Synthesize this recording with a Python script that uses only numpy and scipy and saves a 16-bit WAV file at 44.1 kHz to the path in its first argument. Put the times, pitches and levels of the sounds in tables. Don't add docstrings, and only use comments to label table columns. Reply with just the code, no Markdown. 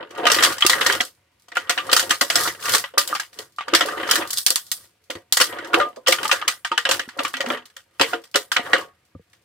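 import sys
import numpy as np
from scipy import signal
from scipy.fft import rfft, irfft, next_fast_len
from scipy.io import wavfile
from scipy.ndimage import uniform_filter1d

SR = 44100
rng = np.random.default_rng(int(sys.argv[2]) if len(sys.argv) > 2 else 0)


def store_pcm(level_fs):
    pcm = np.round(np.clip(level_fs, -1, 1) * 32767).astype(np.int16)
    wavfile.write(sys.argv[1], SR, np.atleast_2d(pcm).T)


def amplitude_ratio(level_db):
    exponent = np.asarray(level_db, float) / 20
    return 10 ** exponent


N = 416304

# (frequency [Hz], density [dB per Hz])
DENT_SPECTRUM = [(76, -61), (130, -35.5), (210, -17.5), (332, -8), (430, -7), (532, -0.5), (787, -16),
                 (1000, -5), (1300, -19), (2200, -120)]
# (frequency [Hz], density [dB per Hz])
CLACK_SPECTRUM = [(470, -34.5), (800, -12.5), (1050, -7.5), (1190, -7), (1520, -3), (1930, -4.5),
                  (2500, -8), (3060, -5), (4000, -13.5), (5200, -24), (8800, -120)]
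# (frequency [Hz], density [dB per Hz])
CRACK_SPECTRUM = [(2000, -37), (3400, -7.5), (3640, -9.5), (4430, -5.5), (8500, -12.5), (11000, -44),
                  (18700, -120)]
# (frequency [Hz], density [dB per Hz])
SIZZLE_SPECTRUM = [(5000, -31), (8500, -7), (15100, -12), (16100, -19), (16500, -28)]
# (frequency [Hz], level [dB], t60 [s])
SHELL_MODES = [(283, -4, 0.053), (533, -6, 0.052), (713, 9, 0.26), (1210, -5, 0.13), (1420, -9, 0.11),
               (1910, -2.5, 0.14), (2990, -10, 0.017)]
# (time [s], peak level [dB], frequency [Hz])
WALL_FOLDS = [(0.254, -9, 678), (0.702, -18, 514), (1.004, -19, 728), (2.026, -22, 536), (1.694, -17, 716),
              (1.772, -20.5, 740), (2.216, -12.5, 571), (2.3, -22.5, 671), (2.355, -16, 697),
              (2.938, -27.5, 533), (2.974, -14.5, 567), (3.732, -9, 340), (5.099, -21, 515),
              (5.153, -25, 341), (5.368, -24, 516), (5.402, -11.5, 506.6), (5.742, -8.5, 331),
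              (5.968, -23, 510), (6.073, -19, 507), (6.327, -17.5, 556), (6.714, -22, 341),
              (6.89, -11.5, 533), (7.166, -26.5, 557), (7.402, -18.5, 568), (8.002, -8, 542),
              (8.131, -14, 719), (8.35, -10, 575), (8.734, -6.5, 549), (3.39, -29, 428)]
# (time [s], peak level [dB], frequency [Hz])
MORE_WALL_FOLDS = [(0.363, -19, 523), (0.425, -15, 677), (0.755, -21.5, 425), (0.86, -17.5, 537.6),
                   (0.895, -18, 406), (1.481, -47, 706), (1.52, -34, 705), (1.568, -19.5, 716),
                   (1.926, -14, 554), (2.736, -16, 541.5), (3.096, -27, 544), (3.679, -26, 508),
                   (3.811, -14.5, 523), (3.851, -18.5, 560), (4.134, -18.5, 510), (4.463, -31.5, 707),
                   (4.502, -26, 524), (5.864, -22.5, 587), (6.085, -11, 525), (6.122, -26, 535),
                   (6.251, -22, 860), (6.475, -26.5, 524), (6.855, -22, 544), (6.994, -26.5, 522),
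                   (7.202, -17, 553), (7.372, -32, 530), (7.439, -18, 540), (7.502, -16, 592), (8.517, -33, 730),
                   (8.566, -20.5, 733), (8.589, -17.5, 712), (8.699, -26.5, 514)]
# (time [s], clack peak level [dB])
GRIT_SPITS = [(3.0756, -31), (4.305, -32), (4.331, -30), (4.3727, -30), (4.383, -27), (4.7155, -27.5)]
# (time [s], clack peak level [dB])
RIM_SLAPS = [(4.4636, -10.5), (4.5043, -14.5), (4.558, -17.5), (5.3243, -12), (.6648, -11)]


def unit(x):
    return x / np.sqrt(np.mean(x ** 2) + 1e-20)


def along(points, hz):
    f, v = np.transpose(points)
    return np.interp(np.log(hz + 1), np.log(f + 1), v)


def spread(hz):
    # (frequency [Hz], correlation [1])
    likeness = [(60, .995), (200, .99), (380, .95), (620, .15), (1250, .75), (2500, .3), (5000, .12),
                (12000, .01)]
    return np.arccos(np.clip(along(likeness, hz), -1, 1)) / 2


def rush(spectrum, patchy_db, shell_db=-60):
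    z = signal.stft(rng.standard_normal((2, N + SR)), nperseg=512)[2]
    field = uniform_filter1d(rng.standard_normal(z.shape[1:]), size=5, axis=0)
    field = uniform_filter1d(field, size=5, axis=1)
    pair = signal.istft(z * amplitude_ratio(patchy_db * unit(field)), nperseg=512)[1]
    m = next_fast_len(pair.shape[1])
    hz = np.fft.rfftfreq(m, 1 / SR)
    peaks = 1 + sum(amplitude_ratio(db + shell_db) / (1 + ((hz - c) * t60 / 2.4) ** 2) for c, db, t60 in SHELL_MODES)
    gain = amplitude_ratio(along(spectrum, hz)) * peaks * [np.cos(spread(hz)), np.sin(spread(hz))]
    mid, side = irfft(rfft(pair, m) * gain, m)[:, :N]
    return unit(np.array([mid + side, mid - side]))


def dying(s, db, rise, snap, tail, tail_db):
    t = np.arange(SR // 2) / SR
    shape = (1 - np.exp(-t / rise)) * (amplitude_ratio(-60 * t / snap) + amplitude_ratio(tail_db - 60 * t / tail))
    energy = np.bincount(np.clip((s * SR).astype(int), 0, N - 1), amplitude_ratio(2 * db), N)
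    return np.sqrt(abs(signal.fftconvolve(energy, shape ** 2)[:N]))


def add(out, s, hz, db, t60, rise, held=1):
    t = np.arange(int(SR * min(np.max(t60), held + 0.02))) / SR
    waves = np.exp(np.outer(2j * np.pi * hz - np.log(1000) / t60, t))
    gap = spread(hz) * rng.choice([-1, 1], len(hz))
    shape = (1 - np.exp(-t / rise)) * amplitude_ratio(-1500 * np.maximum(t - held, 0))
    pair = (amplitude_ratio(db) * np.exp(1j * np.array([-gap, gap])) @ waves).imag
    out[:, round(s * SR):][:, :len(t)] += pair * shape


def buckles():
    # (time [s], clack peak level [dB])
    tears = [(.317, -4), (.3444, -9), (.4347, -4), (.696, -3), (.923, -13), (1.929, -2), (1.9638, -3.5),
             (1.9944, -6.5), (2.094, -18), (2.2107, -5.5), (2.3554, -4.5), (2.6, -43), (2.6544, -16.5),
             (2.7362, -7), (2.748, -4), (2.9794, -1.5), (3.33, -40.5), (3.3881, -23), (4.1113, -3),
             (4.155, -8.5), (5.3701, -6.5), (5.4117, -2), (6.0815, -3), (7.655, -36.5), (8.238, -36.5)]
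    # (time [s], clack peak level [dB])
    creases = [(0.4246, -6), (0.4471, -2), (0.522, -16), (0.607, -14), (1.6951, -3.5), (0.8632, -2.5),
               (1.007, -9.5), (2.108, -1.5), (2.3006, -5.5), (2.4747, -10.5), (2.625, -22), (3.15, -13),
               (3.1984, -12.5), (3.7487, 2), (5.102, -16.5), (5.4007, -2), (6.072, -7.5), (6.1232, -3),
               (6.3257, -5), (6.4783, -1.5), (6.89, -7), (6.9119, -1.5), (8.3568, -3), (8.517, -7)]
    # (time [s], clack peak level [dB])
    caves = [(0.15, -28.5), (0.181, -25.5), (0.2677, 0.5), (.2999, -0.5), (.7314, -6), (0.6492, -7),
             (8.342, -12), (6.2528, -11.5), (0.811, -4), (1.5685, -8), (2.4065, -28), (2.452, -23),
             (3.6818, -19), (3.7365, -1), (3.808, -2), (3.886, -16.5), (5.1518, -25.5), (5.6459, -22.5),
             (6.2302, -13), (6.314, 0.5), (6.6475, -9.5), (6.7773, -3), (6.994, -10.5), (7.0886, -22),
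             (7.249, -9), (7.3676, -14.5), (7.4058, -10), (7.4605, -18), (7.9962, -8), (8.0115, 3)]
    # (time [s], clack peak level [dB])
    pops = [(4.0907, -8.5), (5.741, -1.5), (.897, -3), (1.556, -17), (6.063, -14.5), (7.5015, -10.5),
            (0.254, -8), (.386, -2.5), (.622, -1), (1.5172, -23), (1.777, -4.5), (1.8956, -12),
            (2.434, -21.5), (2.6941, -13), (2.8395, -12.5), (2.9377, -34), (3.1287, -27), (3.1624, -17.5),
            (3.584, -19), (3.6079, -19), (4.2233, -16.5), (5.586, -19.5), (5.7319, -13.5), (5.7992, -8),
            (5.8111, -10.5), (6.1846, -15.5), (6.2939, -17.5), (6.4144, -13), (6.7159, -10.5),
            (6.8521, -2.5), (7.1904, -7.5), (7.3392, -11), (7.5725, -21.5), (8.133, -12), (8.5652, -1),
            (8.7322, 3.5)]
    # (time [s], clack peak level [dB])
    settling = [(.0932, -49), (0.107, -33.5), (0.5811, -20.5), (1.915, -10), (2.026, -16.5), (7.7, -44.5),
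                (1.4831, -37.5), (3.0885, -24), (4.074, -23), (5.9607, -36.5), (7.7652, -26), (8.8091, -31),
                (9.331, -41.5)]
    sharpness = [-2.5, -7, -13.5, -20.5, 11, -7, 3.5]
    kinds = [tears, creases, caves, pops, GRIT_SPITS, settling, RIM_SLAPS]
    return [(s, db, db + sharp_db) for kind, sharp_db in zip(kinds, sharpness) for s, db in kind]


def crumble():
    when, size = rng.random((2, 3200))
    size_db = -5 * np.log(size + .03)
    flicker = dying(when * N / SR, size_db, rise=.0003, snap=.006, tail=.05, tail_db=-9)
    return unit(2.1 + unit(flicker))


def snaps():
    s, clack_db, crack_db = np.transpose(buckles())
    sharp_db = np.clip(crack_db - clack_db, -25, 14)
    clack_db, crack_db = clack_db - 9.5, crack_db - 5
    clack = dying(s, clack_db, rise=.0015, snap=.03, tail=.155, tail_db=-5)
    clack = clack * rush(CLACK_SPECTRUM, patchy_db=3, shell_db=.5)
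    crack = dying(s, crack_db, rise=.0006, snap=.03, tail=.16, tail_db=-4)
    crack = crack * rush(CRACK_SPECTRUM, patchy_db=2.5)
    sizzle_db = crack_db + .42 * sharp_db
    sizzle = dying(s, sizzle_db, rise=0.0021, snap=0.032, tail=0.25, tail_db=-12)
    sizzle = sizzle * rush(SIZZLE_SPECTRUM, patchy_db=2.0)
    s, db, _ = np.transpose(WALL_FOLDS + MORE_WALL_FOLDS)
    dent = dying(s, db - 12, rise=0.002, snap=0.08, tail=0.22, tail_db=-5)
    dent = dent * rush(DENT_SPECTRUM, patchy_db=-0.5, shell_db=9)
    return dent + crumble() * (clack + crack + sizzle)


def panels():
    # (time [s], peak level [dB], frequency [Hz])
    clinks = [(0.624, 2, 3046), (0.863, -4, 1865), (1.0045, -5, 1994), (1.570, -6, 1420),
              (1.892, -12.5, 1210), (2.106, -2.5, 3213), (2.211, -14, 1096), (2.976, -7.5, 1204),
              (3.128, -7.5, 1210), (3.585, -13, 1210), (3.735, -12.5, 1317), (4.464, -16, 2640),
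              (4.504, -17, 3090), (4.718, -21, 1910), (5.101, -17.5, 3130), (5.326, -23.5, 1995),
              (5.399, -16, 2000), (5.739, -3.5, 1210), (6.072, -14.5, 1250), (6.313, -4, 2810),
              (6.479, -3, 2990), (6.651, -14.5, 1575), (6.717, -8.5, 1250), (6.777, -8.5, 1497),
              (6.852, -9.5, 1630), (7.998, -16.5, 1367), (8.348, -7.5, 3000), (8.517, -10.5, 1600),
              (8.5635, -7.5, 1452), (8.733, -10, 1993)]
    # (time [s], level [dB], frequency [Hz], length [s])
    singing = [(4.185, -25, 310, .035), (5.755, -11.5, 1145, .025), (5.808, -9, 1211, .105),
               (6.72, -17.5, 915, .06), (7.19, -23, 275, .04), (7.345, -37.5, 262, .12),
               (7.465, -26.5, 247.6, 0.19), (8.04, -23, 459, .07), (8.136, -26, 461, .12),
               (8.14, -32, 335, .11), (8.76, -31, 1114, .17), (1.79, -22, 1182, .08),
               (1.93, -24.5, 521, .06), (2.66, -24, 1188, .14), (8.135, -26.5, 1243, .05),
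               (6.085, -20, 519, .09), (5.8, -15.5, 576, .09), (5.78, -23, 336, .06),
               (6.085, -24, 345.3, .12), (6.25, -22, 871, .04), (8.66, -39, 550, .06), ]
    out = np.zeros((2, N + SR))
    shell_hz, shell_db, shell_t60 = np.transpose(SHELL_MODES[3:])
    for s, clack_db, crack_db in buckles():
        chance = rng.standard_normal((4, 4))
        hz = np.r_[shell_hz * (1 + .015 * chance[0]), 2800 * np.exp(.45 * chance[1])]
        lean_db = [clack_db, clack_db - 8.0, clack_db, crack_db]
        lean = np.interp(np.log(hz), np.log([1660, 2240, 3000, 6100]), lean_db)
        level = np.r_[shell_db - 17 + 4 * chance[2], -17 + 4 * chance[3]]
        add(out, s, hz, lean + level, np.r_[shell_t60, np.full(4, .04)], rise=0.0021)
        add(out, s, hz[-1:], lean[-1] - 3, .007, rise=0.00018)
    for s, db, hz in clinks:
        t60 = 90 / hz * np.array([1, .6])
        add(out, s, hz * np.array([1, 1.11]), db + np.array([-4, -10]), t60, rise=0.00037)
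    for s, db, hz in WALL_FOLDS + MORE_WALL_FOLDS:
        add(out, s, hz * np.array([1, 1.3]), db + np.array([-5, -13]), np.array([.11, .08]), rise=0.001)
    for s, db, hz, length in singing:
        pair_hz = hz * np.array([1, 1.012])
        add(out, s, pair_hz, db + np.array([0, -9]), 1.9 * length, rise=.004, held=length)
    return out[:, :N]


def pressure():
    # (full weight from [s], held [s], grinding clack [dB], grit [dB], groan [dB])
    heel_strokes = [(0, 0.00088, -35.5, -60.5, -35), (0.199, 0.093, -34, -57.5, -31),
                    (.36, .15, -26, -29, -32), (0.741, 0.21, -26.5, -34.5, -34.5),
                    (1.62, 0.16, -42.5, -58.5, -53), (1.85, 0.28, -42, -46.5, -39.5),
                    (2.378, 0.1, -25.5, -26.5, -34), (2.682, 0.077, -26.5, -27, -35.5),
                    (3.12, 0.009, -36.5, -42.5, -39), (3.417, 0.0042, -47, -46, -49),
                    (3.74, 0.18, -34, -54, -38), (3.88, 0.21, -32.5, -46, -36),
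                    (4.17, 0.049, -26.5, -45, -31.5), (4.28, 0.09, -44.5, -42, -59),
                    (4.649, .2, -63.5, -53, -70), (5.5, 0.16, -37, -55.5, -39),
                    (5.782, 0.02, -26, -48, -23), (6.2, 0.055, -35.5, -43.5, -38.5),
                    (6.35, 0.11, -40, -63, -45.5), (6.93, 0.039, -42, -43, -39),
                    (7.2, 0.081, -43, -55, -47.5), (7.499, 0.036, -29, -48.5, -31.5),
                    (8.1, 0.021, -37.5, -39.5, -46), (8.66, 0.15, -34, -45, -37.5)]
    rest_db = [-76, -72.5, -74.5]
    lean_db_per_s, lift_db_per_s = 217, 265.5
    t = np.arange(0, N, 256) / SR
    s, held, *levels = np.transpose(heel_strokes)[:, :, None]
    loss_db = lean_db_per_s * np.maximum(s - t, 0) + lift_db_per_s * np.maximum(t - s - held, 0)
    energies = [amplitude_ratio(2 * (db - loss_db)).sum(0) + amplitude_ratio(2 * rest) for db, rest in zip(levels, rest_db)]
    clack_db, grit_db, groan_db = 10 * np.log10(energies)
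    slab_db = -21.5 + .4 * grit_db + .35 * groan_db
    return [np.interp(np.arange(N) / SR, t, v) for v in (clack_db, grit_db, groan_db, slab_db)]


def chips():
    # (time [s], peak level [dB])
    grain_breaks = [(.1765, -38), (0.252, -36), (0.8077, -26.5), (.8475, -29), (.9505, -27.5),
                    (.9985, -36.5), (1.5524, -34.5), (1.7595, -38.5), (2.638, -30.5), (4.0873, -33.5),
                    (4.0991, -23), (5.7333, -32), (5.7462, -27), (5.7854, -31), (6.2302, -25.5),
                    (7.52, -33), (.633, -29), (1.036, -32.5), (1.0505, -27), (1.15, -58.5), (1.397, -56),
                    (1.421, -54), (1.792, -39.5), (1.868, -37), (2.1834, -38.5), (2.2036, -40),
                    (2.3925, -21), (2.4088, -19.5), (2.436, -24.5), (2.6935, -16.5), (2.7209, -16),
                    (2.7821, -20), (3.1406, -32.5), (3.3418, -44), (3.5222, -54), (3.562, -45.5),
                    (3.86, -23), (4.1482, -20.5), (4.2745, -30), (4.3656, -27), (4.666, -39), (5.0398, -55),
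                    (5.4985, -39.5), (5.5258, -43), (5.673, -39.5), (5.865, -50.5), (5.887, -47.5),
                    (6.245, -25.5), (6.2787, -19), (7.081, -45.5), (7.174, -42), (7.2043, -36),
                    (7.234, -25), (7.28, -27.5), (7.3346, -34), (7.4859, -33.5), (8.2176, -52),
                    (8.3138, -47.5), (8.7825, -33), (9.0515, -59.5), (9.299, -61)]
    s, db = np.transpose(grain_breaks)
    grains = dying(s, db, rise=0.00034, snap=0.0093, tail=0.16, tail_db=-9)
    s, db = np.transpose(RIM_SLAPS + GRIT_SPITS)
    return grains + dying(s, db + 12.5, rise=.00015, snap=.007, tail=.02, tail_db=-15)


def grinding():
    # (frequency [Hz], density [dB per Hz])
    slab_spectrum = [(40, -31.5), (70, -8.5), (97, -0.5), (125, -7), (165, -6), (230, -11.5), (400, -63)]
    clack_db, grit_db, groan_db, slab_db = pressure()
    when, size = rng.random((2, 2600))
    when, size_db = when * N / SR, -4 * np.log(size + .02)
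    fine = unit(dying(when, size_db, rise=0.00063, snap=0.0051, tail=0.39, tail_db=-18.5))
    coarse = unit(dying(when[::4], size_db[::4], rise=0.0015, snap=0.03, tail=0.17, tail_db=-6))
    clack = amplitude_ratio(clack_db - 3.5) * coarse * rush(CLACK_SPECTRUM, patchy_db=1.5, shell_db=4)
    hiss = rush(CRACK_SPECTRUM, patchy_db=0.0) + amplitude_ratio(-1.0) * rush(SIZZLE_SPECTRUM, patchy_db=1.5)
    grit = (amplitude_ratio(grit_db - 1.2) * fine + chips()) * unit(hiss)
    groan = amplitude_ratio(groan_db - 2.5) * coarse * rush(DENT_SPECTRUM, patchy_db=1.5, shell_db=6.0)
    rumble = amplitude_ratio(slab_db - 2.5) * rush(slab_spectrum, patchy_db=1.5)
    return clack + grit + groan + rumble


def crinkle():
    # (frequency [Hz], t60 [s])
    facet_tables = [
        [(1130, .12), (1220, .16), (1440, .12), (1900, .1), (1640, .07)],
        [(330, .1), (440, .12), (540, .16), (720, .16), (930, .1)],
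    ]
    over_load_db, size_spread_db = [-1.5, 0], 4.3
    out = np.zeros((2, N))
    for facets, load_db, over_db in zip(facet_tables, pressure()[::2], over_load_db):
        layer = np.zeros((2, N))
        for hz, t60 in facets:
            when, size = rng.random((2, 700))
            ticks = np.bincount((when * N).astype(int), amplitude_ratio(-size_spread_db * np.log(size + 0.042)), N)
            ring = np.zeros((2, SR // 4))
            add(ring, 0, hz * np.array([1, 1.06]), np.array([0, -5]), t60, rise=.4 / hz)
            layer += signal.oaconvolve(ticks[None], unit(ring), axes=1)[:, :N]
        out += amplitude_ratio(load_db + over_db) * unit(layer)
    return out


def contacts():
    # (time [s], peak level [dB], frequency [Hz])
    knocks = [(0.645, -11.5, 364), (1.001, -27, 258), (2.104, -24.5, 269), (2.211, -24.5, 266),
              (3.73, -18, 337), (4.19, -22, 357), (4.499, -33, 345), (6.227, -31, 326), (7.073, -32, 255),
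              (7.248, -29, 307), (7.463, -27.5, 253), (8.344, -22, 398), (8.59, -26, 260),
              (8.731, -19, 318)]
    # (time [s], peak level [dB], frequency [Hz])
    clicks = [(0.2663, -3.5, 1880), (0.2995, -8.5, 1640), (0.3445, -12, 1920), (0.386, -7.5, 1984),
              (0.4233, -7, 1670), (0.4464, -6.5, 1184), (0.4638, -10, 2090), (0.6483, -8, 1220),
              (0.6633, -4, 2730), (0.6968, -6.5, 3390), (0.7316, -6.5, 2030), (0.8119, -9.5, 1850),
              (0.8973, -7, 1860), (0.9266, -11.5, 3200), (1.6951, -10, 1420), (1.9639, -9, 1280),
              (1.9943, -14.5, 1850), (2.452, -11, 1330), (2.7471, -7, 1143), (2.8398, -15, 1960),
              (3.1521, -11.5, 1164), (3.1975, -10, 1636), (3.6084, -15, 1160), (3.6819, -16, 1200),
              (3.7743, -13, 1790), (3.8078, -6.5, 1350), (3.886, -13, 1210), (3.9729, -27, 1200),
              (4.0337, -22.5, 1610), (4.09, -10, 1330), (4.11, -7.5, 3100), (4.1364, -9, 3090),
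              (4.156, -9, 1760), (4.2218, -15, 1210), (5.8107, -6, 1190), (6.1218, -6.5, 3120),
              (6.1862, -16.5, 1424), (6.2516, -9, 1210), (6.4248, -13.5, 1210), (7.187, -14.5, 1370),
              (7.2038, -15, 1200), (7.2488, -14, 1177), (7.339, -15.5, 1620), (7.4055, -10, 1920),
              (7.5034, -9, 1350), ]
    # (time [s], peak level [dB], frequency [Hz], t60 [s])
    taps = [(.181, -27, 520, .06), (.3, -18.5, 603, 0.091), (.32, -16.5, 452, 0.053),
            (.6225, -7, 3290, 0.065), (1.004, -10.5, 3290, 0.032), (1.9, -23.5, 513, .07),
            (2.84, -29.5, 560, 0.066), (3.16, -27, 800, 0.051), (5.732, -11.5, 1430, .08),
            (5.775, -13, 504, .07), (5.8, -12, 1400, .08), (6.294, -13, 1207, .06), (6.78, -37, 475, 0.16),
            (7.77, -47, 537, 0.08), (8.133, -14, 1420, 0.058), (8.36, -21.5, 419, 0.14),
            (8.005, -24.5, 290, 0.13), (9.15, -43.5, 1200, .05), (9.151, -36.5, 520, .05),
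            (9.195, -41, 469, .05)]
    out = np.zeros((2, N + SR))
    for s, db, hz in knocks:
        pair_hz = hz * np.array([1, 1.35])
        add(out, s + .004, pair_hz, db + np.array([.6, -6]), np.array([.045, .03]), rise=0.0011)
    for s, db, hz in clicks:
        t60 = np.array([.045, .02, .014])
        add(out, s, hz * np.array([1, .8, 1.3]), db + np.array([-5, -9, -9]), t60, rise=.0004)
    for s, db, hz, t60 in taps:
        add(out, s, np.array([hz]), db, t60, rise=0.41 / hz)
    return out[:, :N]


def boots():
    # (time [s], peak level [dB], frequency [Hz])
    thumps = [
        (0.639, -29.5, 296),
        (5.15, -27, 267),
        (6.899, -32.5, 258),
        (7.996, -21.5, 285),
        (8.346, -30.5, 241),
        (9.145, -21.5, 247),
        (9.19, -37, 172.6),
    ]
    out = np.zeros((2, N + SR))
    for s, db, hz in thumps:
        t60 = np.array([.03, .1, .05])
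        add(out, s + .006, np.array([hz, 97, 165]), db + np.array([-2, -9, -7]), t60, rise=0.0027)
    return out[:, :N]


def still_air():
    # (frequency [Hz], density [dB per Hz])
    air_spectrum = [(15, -58), (25, -21), (92, -1.5), (159, -11.5), (809, -24), (2210, -14.5), (5270, -26),
                    (14800, -36.5), (16500, -38)]
    return amplitude_ratio(-68) * rush(air_spectrum, patchy_db=-1.0)


def scene():
    no_bass = signal.butter(2, 170, "high", fs=SR, output="sos")
    sheet = signal.sosfilt(no_bass, panels() + crinkle() + snaps())
    return sheet + grinding() + boots() + still_air() + contacts()


def low_pass(x):
    return signal.sosfilt(signal.butter(12, 16660, fs=SR, output="sos"), x)


def record(dry):
    thin = signal.sosfilt(signal.butter(2, 62, "high", fs=SR, output="sos"), dry)
    soft = thin / (1 + abs(thin / .97) ** 4) ** (1 / 4)
    cut = signal.sosfiltfilt(signal.butter(12, 16050, fs=SR, output="sos"), soft)
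    return low_pass(cut)


dry = scene()
out = record(dry)
store_pcm(out)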